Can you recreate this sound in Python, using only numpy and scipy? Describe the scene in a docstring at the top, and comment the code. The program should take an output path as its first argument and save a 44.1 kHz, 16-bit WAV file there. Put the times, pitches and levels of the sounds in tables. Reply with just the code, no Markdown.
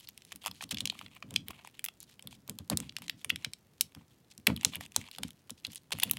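"""A faint scratch, then sharp little clicks: two stag beetles wrestle on a bark-covered log in a quiet room.
Jaws and shells snap and click: tiny noise bursts ring the shell and knock the bark.
Claws scratch the bark with dense, uneven noise grains, and shoves ring the log and its hollow with rough noise.
Faint ticks of feet and feelers fill in; a short noise tail makes the room's answer, over a steady hiss."""
import sys
import numpy as np
from scipy import signal
from scipy.fft import rfft, irfft
from scipy.io import wavfile

SR = 44100
rng = np.random.default_rng(int(sys.argv[2]) if len(sys.argv) > 2 else 0)


def materialize(psi):
    """Save the field psi as 16-bit PCM at rate SR to the path in sys.argv[1].

    A 1-D psi becomes a single channel; in a 2-D psi each row is a channel.
    """
    bounded = np.clip(np.atleast_2d(psi).T, -1, 1)
    quanta = np.round(bounded * 32767).astype(np.int16)
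    wavfile.write(sys.argv[1], SR, quanta)


N = 272538  # length of the scene in samples


def undb(db):
    """Turn decibels into a plain multiplier."""
    return 10 ** (np.asarray(db) / 20)


def unit(x):
    """Scale to rms 1."""
    return x / np.sqrt(np.mean(x ** 2))


def band(x, hz, width_hz):
    """One resonance, gain 1 at its centre."""
    return signal.lfilter(*signal.iirpeak(min(hz, .4 * SR), hz / width_hz, SR), x)


def body(x, modes):
    """Add up an object's resonances, neighbours in opposite phase."""
    out = 0
    for k, (hz, width_hz, db) in enumerate(modes):
        out = out + (-1) ** k * undb(db) * band(x, hz, width_hz)
    return out


REBOUND_S, REBOUND_SPREAD, REBOUND_DB = .0014, .15, -9.5  # usual delay, its random spread (log units), level
REBOUND_PER_SNAP_DB, REBOUND_SCATTER_DB = -.5, 4  # bright snaps break clean, dull ringing blows bounce

# The clear jaw and shell clicks. 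Each row: start in seconds, shell ring energy in dB, ring pitch in Hz,
# snap over ring in dB, snap pitch in Hz, bark knock over ring in dB.
JAW_CLICKS = [(0.0727, -25.5, 4330, -20, 7300, -28), (0.0882, -23, 4200, 4.5, 12700, -16),
              (0.177, -27, 3800, 2, 8100, -31), (0.2204, -31.5, 3810, -2.5, 7760, -22),
              (0.2503, -35, 4250, 5, 8700, -19), (0.3203, -20, 2700, -3, 6600, -6.5),
              (0.3247, -20, 3000, -4, 7500, -14), (0.3599, -30.5, 4220, 9.5, 11300, -11),
              (0.441, -29.5, 2530, -3, 8500, 2), (0.4503, -22.5, 2270, -6, 9200, -9),
              (0.4613, -10.5, 2970, -1, 7860, -1), (0.4693, -17.5, 2710, 3.5, 8200, 3),
              (0.4727, -17, 3030, -2, 9150, -11), (0.4792, -15, 2860, -4.5, 8600, -3),
              (0.5127, -19.5, 3500, -7, 7000, -13), (0.609, -16, 2230, -35.5, 6700, -8),
              (0.625, -24, 3530, 2.5, 7500, 4), (0.692, -28, 4300, -5, 10000, -17),
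              (0.711, -12.5, 4000, 0.5, 8000, -14), (0.7192, -15, 3220, -17, 8000, -13),
              (0.7452, -13, 3320, -8, 7800, -31), (0.7711, -12, 3730, -31, 5900, -24),
              (0.7846, -15, 4340, -9, 5670, -23), (0.8059, -7.5, 4130, -6.5, 6850, -22),
              (0.8557, -6, 4500, -3.5, 8100, -24), (0.8743, -10, 3840, -6, 6560, -22),
              (0.899, -4.5, 3800, -17, 6560, -28), (0.925, -35, 2350, -15, 8100, 7),
              (0.9514, -33.5, 2140, -26.5, 8100, 4), (0.991, -19.5, 3450, -7, 6300, -36),
              (1.013, -22.5, 2670, -11, 8750, 2), (1.062, -22.5, 2840, -25, 6800, -11),
              (1.165, -27.5, 2170, -9, 9350, -3), (1.2255, -17, 2790, -15, 6260, -4),
              (1.3076, -28, 3600, 3, 9300, -10.5), (1.3405, -26, 2990, 2, 9240, -10),
              (1.3611, 2.5, 3860, -11.5, 7700, -30), (1.4839, -18.5, 3900, 3.5, 14800, -33),
              (1.507, -22, 2570, -3, 7800, 1), (1.6485, -33, 2610, 2, 6760, 9),
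              (1.674, -24.5, 2280, -3.5, 8100, -4.5), (1.7936, -18.5, 2650, -4, 9600, -37),
              (1.8428, -18, 3300, 11.5, 14600, -23), (1.8504, -27.5, 3350, 18.5, 14100, -14),
              (1.8618, -17, 3400, -1, 12700, -15.5), (1.8854, -14.5, 2860, -7.5, 7000, -10.5),
              (2.0038, -51.5, 5270, 28.5, 9000, -6), (2.0296, -34, 4160, 9, 9200, -9),
              (2.1939, -25, 3120, -8, 9700, -15), (2.225, -32.5, 2940, 5.5, 8300, -11),
              (2.2729, -19, 3460, -2, 9200, -17), (2.327, -28.5, 2640, -7, 8700, -4),
              (2.478, -30.5, 3800, 4.5, 10100, -8), (2.4961, -18, 3400, 6, 9540, -22),
              (2.5876, -19.5, 3910, 1, 8170, -14.5), (2.6998, -7.5, 4760, 2.5, 9300, -7),
              (2.7729, -8.5, 4220, 6.5, 9550, -18.5), (2.8023, -21, 2860, 7.5, 9000, -7),
              (2.8937, -17.5, 4000, -30, 6150, -35), (2.9663, -10, 3400, -7, 6560, -38),
              (2.985, -27, 3200, 1.5, 8160, -2.5), (3.0207, -26, 3330, -1, 8800, -4.5),
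              (3.0816, -18, 3900, -3.5, 6550, -18), (3.0968, -6, 3800, -6.5, 11400, -23),
              (3.2463, -13.5, 2990, 1, 9200, -10.5), (3.302, 2, 3364, -16.5, 8520, -48),
              (3.3597, -13, 3270, -3.5, 6100, -25), (3.4468, -6, 3180, -7.5, 6500, -22),
              (3.535, -16, 3800, -1, 6330, -24.5), (3.8102, -2.5, 4600, 6, 8750, -22.5),
              (3.9495, -28, 2890, 0, 6940, -6), (4.3788, -34.5, 5050, 10, 7400, -14.5),
              (4.4695, 3, 3700, -4, 8500, -15), (4.472, 5, 2550, -6, 9450, -21.5),
              (4.501, -20, 2020, -16, 6400, 6.5), (4.5635, -15.5, 3520, -4, 8800, -22.5),
              (4.5746, -21, 3130, -11.5, 7590, -14.5), (4.6112, -21.5, 3610, -4, 5760, -29),
              (4.633, -19.5, 2290, -5, 8200, -5), (4.6486, 1.5, 3980, 3.5, 6620, -22),
              (4.6527, -11, 3410, 1.5, 8960, -6), (4.735, -17, 3430, -24, 10500, -9),
              (4.7482, -14.5, 2800, -14, 6550, -36), (4.7562, -14, 3440, 0.5, 9800, -19),
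              (4.8091, -20, 1528, -2, 8300, -0.5), (4.8626, -26.5, 3230, -2.5, 5800, -24),
              (4.9204, -32.5, 4170, 1.5, 7300, -25.5), (4.963, -3.5, 3930, 6, 7900, -7),
              (5.014, -22.5, 2420, -6, 7600, -21), (5.1135, -22.5, 3830, -3.5, 11300, -24),
              (5.1495, -25, 4160, -17, 11300, -24), (5.1612, -29, 3310, -4, 7600, -25),
              (5.1846, -18, 3730, -1, 9200, -4), (5.2335, -9, 3830, -2, 9300, -12),
              (5.3061, -27.5, 3700, -1, 8000, -34), (5.4964, -22.5, 3020, -4.5, 9400, -5),
              (5.5054, -22.5, 3830, 7, 7700, -34), (5.649, -8, 3330, -18.5, 6100, -39),
              (5.6677, -19.5, 3720, -4, 7600, -21), (5.7196, -34, 3420, 6, 8200, -24),
              (5.7481, -33, 4060, 8, 10240, -19), (5.7583, -23, 3730, 6.5, 7600, -23),
              (5.9071, -30.5, 3010, -1, 9000, 2.5), (5.9225, -12.5, 2680, -5.5, 7310, -35),
              (5.987, -20, 2550, -0.5, 10200, -4), (5.9998, -12, 4180, 0.5, 8250, -30),
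              (6.026, -15, 3260, -8, 8000, -8), (6.0313, -4, 3260, -21, 10700, -39),
              (6.0345, -1, 3250, 4, 14200, -13), (6.0974, -17, 2920, -4, 11500, -23),
              (6.1121, -12, 4060, 16, 13700, -10), (6.1346, -23.5, 4200, 6, 11400, -6),
              (6.1701, -15.5, 2900, -5, 7700, -14)]
# Resonances of hard wing cases and jaws. Each row: pitch in Hz, width in Hz, level in dB.
SHELL_MODES = [(1970, 1500, 0.5), (3450, 470, 6.5), (4250, 820, -3), (5160, 700, 1.5)]


def clicks(grip_s=0.00027, slip_s=0.00026, ring_q=1.89, snap_q=1.41, knock_hz=1000, knock_q=2,
           chatter_db=-24, chatter_s=0.0053, blunt_db=-6):
    """Each contact creeps, lets go in a burst of slips and chatters on; it snaps, rings the shell, knocks bark."""
    lead = 64  # samples of creep before the release
    t = (np.arange(1280) - lead) / SR
    after = np.maximum(t, 0)
    creep = np.exp(np.minimum(t, 0) / grip_s)
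    release = np.exp(-after / slip_s) + undb(chatter_db) * np.exp(-after / chatter_s)
    out = np.zeros(N + len(t))
    for s, db, ring_hz, snap_db, snap_hz, knock_db in JAW_CLICKS + catches():
        chance = rng.standard_normal(len(t))
        chance[lead] += 2.5  # the main release stands out of the small slips
        slips = chance * creep * release

        # the jaw tip bounces and strikes again
        late, weak = rng.standard_normal(2)
        delay = int(REBOUND_S * SR * np.exp(REBOUND_SPREAD * late))
        rebound_db = REBOUND_DB + REBOUND_PER_SNAP_DB * snap_db + REBOUND_SCATTER_DB * weak
        slips = slips + undb(min(rebound_db, 0)) * np.roll(slips, delay)

        ring = band(band(slips, ring_hz, ring_hz / ring_q), ring_hz, 2 * ring_hz / ring_q)
        snap = band(band(slips, snap_hz, snap_hz / snap_q), snap_hz, 2 * snap_hz / snap_q)
        knock = band(band(slips, knock_hz, knock_hz / knock_q), knock_hz, 2 * knock_hz / knock_q)
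        # the place of the blow picks the modes near its pitch
        ring = body(ring, SHELL_MODES) + undb(blunt_db) * ring

        click = ring / np.linalg.norm(ring)
        click = click + undb(snap_db) * snap / np.linalg.norm(snap)
        click = click + undb(knock_db) * knock / np.linalg.norm(knock)
        i = int(s * SR)
        out[i:i + len(t)] += undb(db) * click
    return out[lead:N + lead]


CATCHES_PER_S = 45  # average rate of claw catches while dragging
CATCH_DB, CATCH_TOP_DB = 24.5, -32  # energy over the drag's level, and its ceiling before random spread


def catches(spread_db=3, ring_oct=0.17, snap_hz=8600, snap_oct=0.65, snap_spread_db=6, knock_spread_db=5):
    """Chance clicks as a dragging claw catches and frees itself, coloured like its drag; rows like JAW_CLICKS."""
    most = 12  # possible catches in one drag
    rows = []
    for s, length, db, hz in CLAW_DRAGS:
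        for _ in range(most):
            if rng.random() >= CATCHES_PER_S * length / most:
                continue
            start = s + rng.random() * length
            z = np.clip(rng.standard_normal(5), -2, 2)
            ring_hz = hz * 2 ** (ring_oct * z[0])
            ring_db = min(db + CATCH_DB, CATCH_TOP_DB) + spread_db * z[1]
            hiss_db, rub_db = drag_colour(ring_hz)
            snap_db = hiss_db + snap_spread_db * z[2]
            knock_db = rub_db + knock_spread_db * z[4]
            rows.append((start, ring_db, ring_hz, snap_db, snap_hz * 2 ** (snap_oct * z[3]), knock_db))
    return rows


MID_HZ = 3200  # a middling rasp pitch
HISS_DB, HISS_DB_PER_OCT = -7, 9  # hiss over the rasp at MID_HZ, and change per octave of rasp pitch
RUB_DB, RUB_DB_PER_OCT = -13, -16  # the same for the rub


def drag_colour(hz):
    """A higher rasp hisses more and rubs the log less: both levels in dB over the rasp."""
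    octaves = np.log2(hz / MID_HZ)
    return HISS_DB + HISS_DB_PER_OCT * octaves, RUB_DB + RUB_DB_PER_OCT * octaves


# Claws dragging on bark. Each row: start in seconds, length in seconds, level in dB, rasp pitch in Hz.
CLAW_DRAGS = [(0.0, 0.057, -59, 3400), (0.082, 0.018, -58, 4200), (0.14, 0.11, -72, 3300),
              (0.266, 0.061, -64, 3440), (0.407, 0.084, -58.5, 3060), (0.531, 0.094, -64, 3720),
              (0.613, 0.031, -44.5, 3300), (0.708, 0.022, -39.5, 3500), (0.77, 0.053, -58, 3480),
              (0.915, 0.17, -59.5, 2780), (1.1, 0.086, -61, 2720), (1.289, 0.067, -66.5, 2870),
              (1.355, 0.0071, -52, 3800), (1.463, 0.066, -59, 2400), (1.531, 0.105, -61, 2460),
              (1.64, 0.066, -60, 2900), (1.732, 0.071, -66, 2880), (2.001, 0.048, -63, 4430),
              (2.071, 0.072, -65, 3450), (2.3, 0.069, -63, 3750), (2.72, 0.018, -46, 2090),
              (2.788, 0.12, -61.5, 2800), (3.018, 0.052, -57, 3200), (3.169, 0.063, -63, 3700),
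              (3.296, 0.0081, -38, 3300), (3.383, 0.08, -59, 2700), (3.963, 0.073, -72.5, 2500),
              (4.102, 0.056, -74, 3160), (4.3, 0.027, -60.5, 4000), (4.588, 0.064, -57.5, 2660),
              (4.661, 0.06, -54, 3600), (4.718, 0.057, -49, 2780), (4.802, 0.06, -51, 3050),
              (4.944, 0.023, -53.5, 3070), (4.968, 0.13, -56, 2610), (5.118, 0.065, -60, 3350),
              (5.215, 0.079, -60.5, 3400), (5.575, 0.028, -65.5, 4270), (5.64, 0.022, -57, 3200),
              (5.695, 0.047, -59, 3620), (5.758, 0.024, -52, 4300), (5.92, 0.014, -31, 3220),
              (5.945, 0.11, -55, 3000), (6.021, 0.0071, -39, 3200), (6.033, 0.071, -55.5, 3220),
              (6.132, 0.045, -62, 3120)]


def scratch(per_s=1400, scatter_db=3, grain_s=0.0015, rasp_q=0.99, edge_s=0.0023, ease=0.4):
    """Dense uneven claw-tip catches rasp at the pitch of the ridge they cross, hiss above it, rub the log below."""
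    hits = rng.random(N) < per_s / SR
    hits = hits * undb(scatter_db * np.minimum(rng.exponential(size=N), 3.5))
    fading = signal.lfilter([1], [1, -np.exp(-1 / (grain_s * SR))], hits)
    grains = unit(fading * rng.standard_normal(N))
    hiss = unit(band(band(grains, 5600, 4700), 8300, 11000))
    rub = unit(band(band(grains, 1100, 630), 510, 1200))
    out = np.zeros(N)
    for s, length, db, hz in CLAW_DRAGS:
        hiss_db, rub_db = drag_colour(hz)
        span = slice(max(int((s - edge_s) * SR), 0), int((s + length + edge_s) * SR))
        rasp = band(band(grains[span], hz, hz / rasp_q), hz, hz / rasp_q)
        rasp = rasp * np.sqrt(rasp_q * SR / hz / 2)  # make up for the narrow band
        grip = signal.windows.tukey(len(rasp), min(ease, 1))  # the claw bites and lets go gradually
        out[span] += undb(db) * grip * (rasp + undb(hiss_db) * hiss[span] + undb(rub_db) * rub[span])
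    return out


MID_SHOVE_DB = -40  # level of a middling shove
HOLLOW_DB, HOLLOW_PER_DB = -2, .3  # hollow's drive for a middling shove, and extra dB per dB of harder shove

# Shoves that rock the log. Each row: start in seconds, level in dB, time to fade by 60 dB in seconds.
LOG_SHOVES = [(0.098, -60.5, 0.15), (0.332, -48.5, 0.12), (0.473, -48.5, 0.3), (0.627, -49.5, 0.3),
              (0.717, -40, 0.3), (0.811, -47, 0.63), (1.024, -53, 0.36), (1.23, -52, 1),
              (1.31, -45.5, 0.56), (1.487, -37, 0.049), (2.234, -51.5, 0.75), (2.486, -39.5, 0.24),
              (2.595, -41.5, 0.15), (2.699, -33.5, 0.13), (2.712, -27.5, 0.19), (2.78, -44.5, 0.56),
              (2.998, -53, 0.54), (3.126, -48.5, 0.13), (3.249, -49, 0.3), (3.312, -46, 0.34),
              (3.458, -39.5, 0.088), (3.816, -51.5, 0.2), (3.957, -46, 0.22), (4.379, -49, 0.12),
              (4.473, -28.5, 0.23), (4.488, -35.5, 0.36), (4.654, -38.5, 0.22), (4.757, -44.5, 0.37),
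              (4.966, -38, 0.19), (5.183, -44, 0.38), (5.242, -38, 0.076), (5.508, -39.5, 0.072),
              (5.672, -46, 0.16), (5.925, -38.5, 0.25), (6.046, -45.5, 1)]
# Low resonances of the log. Each row: pitch in Hz, width in Hz, level in dB.
LOG_MODES = [(104.5, 96, 1), (216, 89, 3.5), (303, 65, -1)]
# Overtones of the hollow log. Each row: pitch in Hz, width in Hz, level in dB.
HOLLOW_MODES = [(472, 170, -7), (820, 80, -41.5), (990, 230, -22.5)]


def shoves(rise_s=0.0029):
    """A rough force swells within a moment and dies away, ringing the log and its hollow."""
    t = np.arange(N) / SR
    force, sharp = np.zeros(N), np.zeros(N)
    for s, db, t60 in LOG_SHOVES:
        age = np.maximum(t - s, 0)
        fade_db = -60 * age / t60
        swell = undb(db + fade_db) * (1 - np.exp(-age / rise_s))
        force += swell
        hollow_db = HOLLOW_DB + HOLLOW_PER_DB * (db - MID_SHOVE_DB)
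        sharp += undb(hollow_db + fade_db) * swell  # overtones fade twice as fast
    rough = rng.standard_normal(N)
    log = body(force * rough, LOG_MODES)
    hollow = body(sharp * rough, HOLLOW_MODES)
    log = signal.sosfilt(signal.butter(3, (60, 340), "band", fs=SR, output="sos"), log)
    return (log + hollow) / np.std(body(rough, LOG_MODES))


def fidget(per_s=130, scatter_db=3, tick_s=.0006, colour_db=5):
    """Feet and feelers keep touching bark: faint random ticks, each with a colour of its own."""
    touch = (rng.random(N) < per_s / SR) * undb(scatter_db * rng.exponential(size=N))
    out = 0
    for hz, db in ((2600, -79.0), (5000, -82.5), (11000, -78.5)):
        size = touch * undb(colour_db * rng.standard_normal(N))
        tick = signal.lfilter([1], [1, -np.exp(-1 / (tick_s * SR))], size) * rng.standard_normal(N)
        out = out + undb(db) * unit(band(band(tick, hz, 1.7 * hz), hz, 1.7 * hz))
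    return out


def room(x, t60_s=0.15, gap_s=0.013, width_hz=7000):
    """A diffuse tail of reflections builds up and fades, duller than the direct sound."""
    t = np.arange(SR // 2) / SR
    tail = rng.standard_normal(len(t)) * undb(-60 * t / t60_s) * (1 - np.exp(-t / gap_s))
    tail = band(tail, 2000, width_hz)
    return signal.fftconvolve(x, tail / np.linalg.norm(tail))[:N]


AIR_DB = -67  # overall level of the background

# Colour of the background hiss. Each row: frequency in Hz, relative level in dB per Hz.
AIR_SPECTRUM = [(18, -39.5), (45, -11), (140, -3.5), (344, -12), (585, -19), (1300, -25), (3000, -28.5),
                (8000, -33), (15800, -36), (17000, -50.5)]


def air():
    """The quiet room and the microphone's own hiss: steady noise shaped across frequency."""
    hz, db = np.transpose(AIR_SPECTRUM)
    f = np.maximum(np.arange(N // 2 + 1) * SR / N, 1)
    colour = undb(np.interp(np.log(f), np.log(hz), db))
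    noise = irfft(rfft(rng.standard_normal(N)) * colour, N)
    return undb(AIR_DB) * unit(noise)


def scene():
    """Beetles close by, room behind."""
    near = clicks() + scratch() + fidget()
    echo = undb(-26.0) * room(near)
    return (near + echo + shoves() + air())[None]


def record(dry):
    """The deepest bass (below 45 Hz) is missing and the sound ends at about 16100 Hz."""
    dry = signal.sosfilt(signal.butter(2, 45, "high", fs=SR, output="sos"), dry)
    return signal.sosfilt(signal.ellip(7, .2, 70, 16100, fs=SR, output="sos"), dry)


dry = scene()
out = record(dry)
materialize(out)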